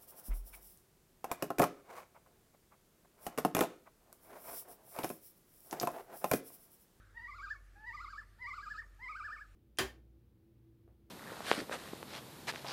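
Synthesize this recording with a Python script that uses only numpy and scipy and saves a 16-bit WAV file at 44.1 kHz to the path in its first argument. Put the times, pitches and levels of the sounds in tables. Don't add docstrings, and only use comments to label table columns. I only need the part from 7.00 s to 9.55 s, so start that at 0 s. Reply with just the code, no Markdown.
import sys
import numpy as np
from scipy import signal
from scipy.fft import rfft, irfft
from scipy.io import wavfile
from scipy.ndimage import uniform_filter1d

SR = 44100
rng = np.random.default_rng(int(sys.argv[2]) if len(sys.argv) > 2 else 0)


def gain_from_db(level_db):
    decades = np.asarray(level_db, float) / 20
    return 10 ** decades


def generate_wav(sig):
    pcm = np.round(np.clip(np.atleast_2d(sig).T, -1, 1) * 32767).astype(np.int16)
    wavfile.write(sys.argv[1], SR, pcm)


N = 112455

# start_s, start_pitch_hz, start_effort_db, last_dip_effort_db, release_s
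WHOOP_CALLS = [
    (.142, 842.3, -22.5, -15, 0.04922),
    (.752, 789.8, -17.5, -15.5, .005),
    (1.384, 843.9, -19, -20, .005),
    (1.985, 776.6, -24.5, -18, .005),
]
# crest_s, crest_pitch_hz, dip_s, dip_pitch_hz
WARBLES_FIRST = [(.178, 945, .2, 915), (.234, 990, .26, 945), (.294, 1178, .326, 1030),
                 (.364, 1410, .4, 1130), (.442, 1595, .478, 1210), (.519, 1740, .562, 1105)]
WARBLES_SECOND = [(.822, 862, .842, 866), (.88, 985, .912, 914), (.95, 1203, .985, 996),
                  (1.028, 1410, 1.066, 1065), (1.108, 1568, 1.148, 1143), (1.192, 1735, 1.237, 960)]
WARBLES_THIRD = [(1.426, 1016, 1.452, 957), (1.486, 1172, 1.52, 1035), (1.558, 1460, 1.596, 1156),
                 (1.636, 1625, 1.674, 1222), (1.716, 1716, 1.754, 1270), (1.796, 1798, 1.838, 930)]
WARBLES_FOURTH = [(2.046, 1037, 2.07, 987), (2.104, 1262, 2.138, 1100), (2.177, 1560, 2.216, 1190),
                  (2.256, 1722, 2.296, 1207), (2.337, 1774, 2.38, 1126), (2.422, 1700, 2.456, 1230)]
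CREST_EFFORTS_DB = [
    [-6, -5, -5, -4, -1.5, 0],
    [-17.5, -1, -1, -1, -0.5, -3],
    [-1.5, 1, 0.5, -1.5, -0.5, 0.5],
    [3.5, 0, 0, 0.5, 0.5, -6.5],
]
FOLD_HARMONICS_DB = [0, -1.5, -2.5, -9, -9, -21, -23, -25]
# throat_scale_ratio, second_harmonic_fade_db, breath_start_db, breath_rise_db,
# higher_harmonics_fade_db
MOUTH_SHAPES = [(0.982, -4, -19, 13.5, -2), (0.992, -11.5, -19.5, 14.5, -3.5), (1.005, -7, -14, 10.5, -4.5),
                (1.04, -8.5, -16, 7.5, -12.5)]
# frequency_hz, gain_db
BREATH_GAIN = [(900, -30), (2300, -29.5), (3000, 13), (4000, -1.5), (5200, 5.5), (6200, -2), (7800, 8.5)]
# frequency_hz, gain_db
THROAT_LOW_GAIN = [(600, -3), (900, -8.5), (1025, -23), (1160, -3), (1480, -10), (1780, 1.5),
                   (2080, -0.4755), (2480, -17.5)]
# frequency_hz, gain_db
THROAT_HIGH_GAIN = [(2700, -26), (3200, -36.5), (3650, -28), (4200, -22.5), (4950, -20), (5600, -30.5),
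                    (7700, -29.5), (8050, -51.5)]
VALLEY_GAINS_DB = [3, -13, -9.5, 2.5]
# delay_s, level_db
ECHO_TAPS = [(.0031, -18), (.0125, -21), (.022, -13), (.044, -20)]
# start_s, level_db, pitch_hz, t60_s
KNOCKS = [
    (.546, -69.5, 503, 0.0173),
    (1.227, -79, 1696, .012),
    (1.827, -67, 1497, 0.015),
    (2.285, -65, 386.9, 0.0744),
    (2.45, -77, 1700, .012),
]
# frequency_hz, rms_db, waver_width_hz, steady_share_ratio
HUM_LINES = [(25.47, -86, 17, .05), (46.379, -60.5, 5.3, 0.85), (72.76, -79.5, 21, 0.3),
             (86.181, -70, 8.9, .2), (100.51, -73, 5, 0.7), (131.83, -91, 12, 0.1),
             (215.56, -85, 18.88, .3), (330.35, -84.5, 28, 0)]
# frequency_hz, density_db_per_hz
HISS_SPECTRUM = [(76, -31), (130, -1), (155, -8), (533, -11.5), (987, -20), (1280, -8), (2940, -20.5),
                 (15000, -28.5)]


def read(points, hz):
    f, value = np.transpose(points)
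    return np.interp(np.log(hz + 1), np.log(f + 1), value)


def evened(x):
    return x / np.sqrt(np.mean(x ** 2) + 1e-20)


def drift(hz, size):
    f = np.fft.rfftfreq(size, 1 / SR)
    spectrum = rfft(rng.standard_normal(size)) / (1 + (f / hz) ** 4)
    return evened(irfft(spectrum, size))


def add(mix, s, sound):
    part = mix[round(s * SR):][:len(sound)]
    part += sound[:len(part)]


def coloured(x, points, scale=1):
    hz = np.linspace(0, SR / 2, 2049)
    taps = signal.firwin2(2047, hz, gain_from_db(read(points, hz / scale)), fs=SR)
    return signal.oaconvolve(x, taps, "same")


def gibbon():
    valley_hz, valley_width_hz = 1523, 140
    all_warbles = [WARBLES_FIRST, WARBLES_SECOND, WARBLES_THIRD, WARBLES_FOURTH]
    throat = list(THROAT_LOW_GAIN) + list(THROAT_HIGH_GAIN)
    out = np.zeros(N)
    for call, warbles, crest_db, mouth, valley_db in zip(
            WHOOP_CALLS, all_warbles, CREST_EFFORTS_DB, MOUTH_SHAPES, VALLEY_GAINS_DB):
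        throat_scale, *voice_settings = mouth
        voice = np.zeros(N)
        add(voice, call[0], whoop(call, warbles, crest_db, *voice_settings))
        valley = [(valley_hz - valley_width_hz, 0), (valley_hz, valley_db), (valley_hz + valley_width_hz, 0)]
        out += coloured(coloured(voice, valley), throat, throat_scale)
    return out


def whoop(call, warbles, crest_db, fade_db, breath_db, rise_db, upper_db):
    voice_db, dip_db, attack_s = -42.5, -1.2032, 0.01003
    start, start_hz, start_db, end_db, release_s = call
    rows = np.array(warbles, float)
    at = np.r_[start, rows[:, ::2].ravel()]
    pitch_hz = np.r_[start_hz, rows[:, 1::2].ravel()]
    crest_db = np.array(crest_db)
    dips_db = np.r_[(crest_db[:-1] + crest_db[1:]) / 2 + dip_db, end_db]
    marks_db = np.r_[start_db, np.c_[crest_db, dips_db].ravel()]

    t = np.arange(start, at[-1] + release_s, 1 / SR)
    gone = (t - start) / (t[-1] - start)
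    effort_db = np.interp(t, at, marks_db)
    cycles = np.cumsum(swung_pitch(t, at, pitch_hz)) / SR
    voice = folds(cycles, gone, fade_db, upper_db) + breath(cycles, gone, breath_db, rise_db)
    attack = np.clip((t - start) / attack_s, 0, 1)
    release = np.clip((t[-1] - t) / release_s, 0, 1)
    return attack * release * gain_from_db(voice_db + effort_db) * np.sqrt(2) * voice


def swung_pitch(t, at, pitch_hz):
    overshoot, straight, jitter = 0.030968, 0.16742, 0.0023
    pitch_hz = pitch_hz - overshoot * np.r_[0, np.diff(np.diff(pitch_hz)), 0]
    index = np.arange(len(at))
    u = np.interp(t, at, index)
    turn = np.floor(u) + .5 - .5 * np.cos(np.pi * (u % 1))
    turn = straight * u + (1 - straight) * turn
    turn = np.where(u < 1, np.sin(np.pi / 2 * u), turn)
    return np.interp(turn, index, pitch_hz) * (1 + jitter * drift(130, len(t)))


def folds(cycles, gone, fade_db, upper_db):
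    shimmer_db, patchy_db = 1.887, .5
    out = np.zeros(len(cycles))
    for k, db in enumerate(FOLD_HARMONICS_DB):
        change_db = 0 if k == 0 else fade_db if k == 1 else upper_db
        flicker_db = (shimmer_db + patchy_db * k) * drift(37, len(cycles))
        out += gain_from_db(db + change_db * gone + flicker_db) * np.cos(2 * np.pi * (k + 1) * cycles)
    return out


def breath(cycles, gone, breath_db, rise_db):
    rise_share, flicker_db = .4, 1.3
    puffs = (1.1248 + np.cos(2 * np.pi * cycles)) * rng.standard_normal(len(cycles))
    level_db = breath_db + rise_db * np.minimum(gone / rise_share, 1)
    level_db = level_db + flicker_db * drift(28, len(cycles))
    return coloured(puffs, BREATH_GAIN) * gain_from_db(level_db)


def place(x):
    near_db, near_t60_s, far_db, far_t60_s = -15.5, 0.16032, -25, 0.8728
    tail_top_hz, onset_s = 3240, 0.0033
    t = np.arange(SR) / SR
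    near, far = rng.standard_normal((2, SR)) * np.clip(t / onset_s, 0, 1)
    near = near * gain_from_db(-60 * t / near_t60_s)
    far = far * gain_from_db(-60 * t / far_t60_s)
    tail = gain_from_db(near_db) * near / np.linalg.norm(near) + gain_from_db(far_db) * far / np.linalg.norm(far)
    tail = signal.lfilter(*signal.butter(1, tail_top_hz, fs=SR), tail) * np.sqrt(2)
    for s, db in ECHO_TAPS:
        tail[round(s * SR)] += gain_from_db(db)
    return x + signal.fftconvolve(x, tail)[:N]


def earlier():
    level_db, centre_hz, half_width_hz, t60_s = -68, 1446.3, 263.7, 0.903
    band_hz = [centre_hz - half_width_hz, centre_hz + half_width_hz]
    sos = signal.butter(3, band_hz, "band", fs=SR, output="sos")
    wash = signal.sosfilt(sos, rng.standard_normal(N))
    return evened(wash) * gain_from_db(level_db - 60 * np.arange(N) / SR / t60_s)


def knocks():
    attack_s = 0.0026
    out, t = np.zeros(N), np.arange(2000) / SR
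    for s, db, hz, t60_s in KNOCKS:
        band = signal.butter(2, [.65 * hz, 2.5 * hz], "band", fs=SR)
        puff = evened(signal.lfilter(*band, rng.standard_normal(len(t))))
        add(out, s, puff * np.clip(t / attack_s, 0, 1) * gain_from_db(db - 60 * t / t60_s))
    return out


def hum():
    t, out = np.arange(N) / SR, np.zeros(N)
    for hz, db, width_hz, steady in HUM_LINES:
        share = np.clip(steady, 0, 1)
        waver = drift(width_hz, N) + 1j * drift(width_hz, N)
        envelope = np.sqrt(share) + np.sqrt((1 - share) / 2) * waver
        carrier = np.exp(2j * np.pi * (hz * t + rng.random()))
        out += gain_from_db(db) * np.sqrt(2) * (envelope * carrier).real
    return out


def hiss():
    level_db, patch_db = -71.5, 2
    frames, hz = N // 256 + 5, np.fft.rfftfreq(1024, 1 / SR)
    a, b, patches = rng.standard_normal((frames, 513, 3)).T
    patches = uniform_filter1d(patches, size=10, axis=0)
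    patches = evened(uniform_filter1d(patches, size=12, axis=1))
    z = (a + 1j * b) * gain_from_db(read(HISS_SPECTRUM, hz)[:, None] + patch_db * patches)
    noise = signal.istft(z, nperseg=1024, noverlap=768)[1][:N]
    return gain_from_db(level_db) * evened(noise)


def scene():
    near_sources = place(gibbon() + knocks())
    return (near_sources + earlier() + hum() + hiss())[None]


def low_pass(x):
    return signal.sosfilt(signal.butter(12, 15170, fs=SR, output="sos"), x)


def record(dry):
    return low_pass(dry)


dry = scene()
out = record(dry)
generate_wav(out)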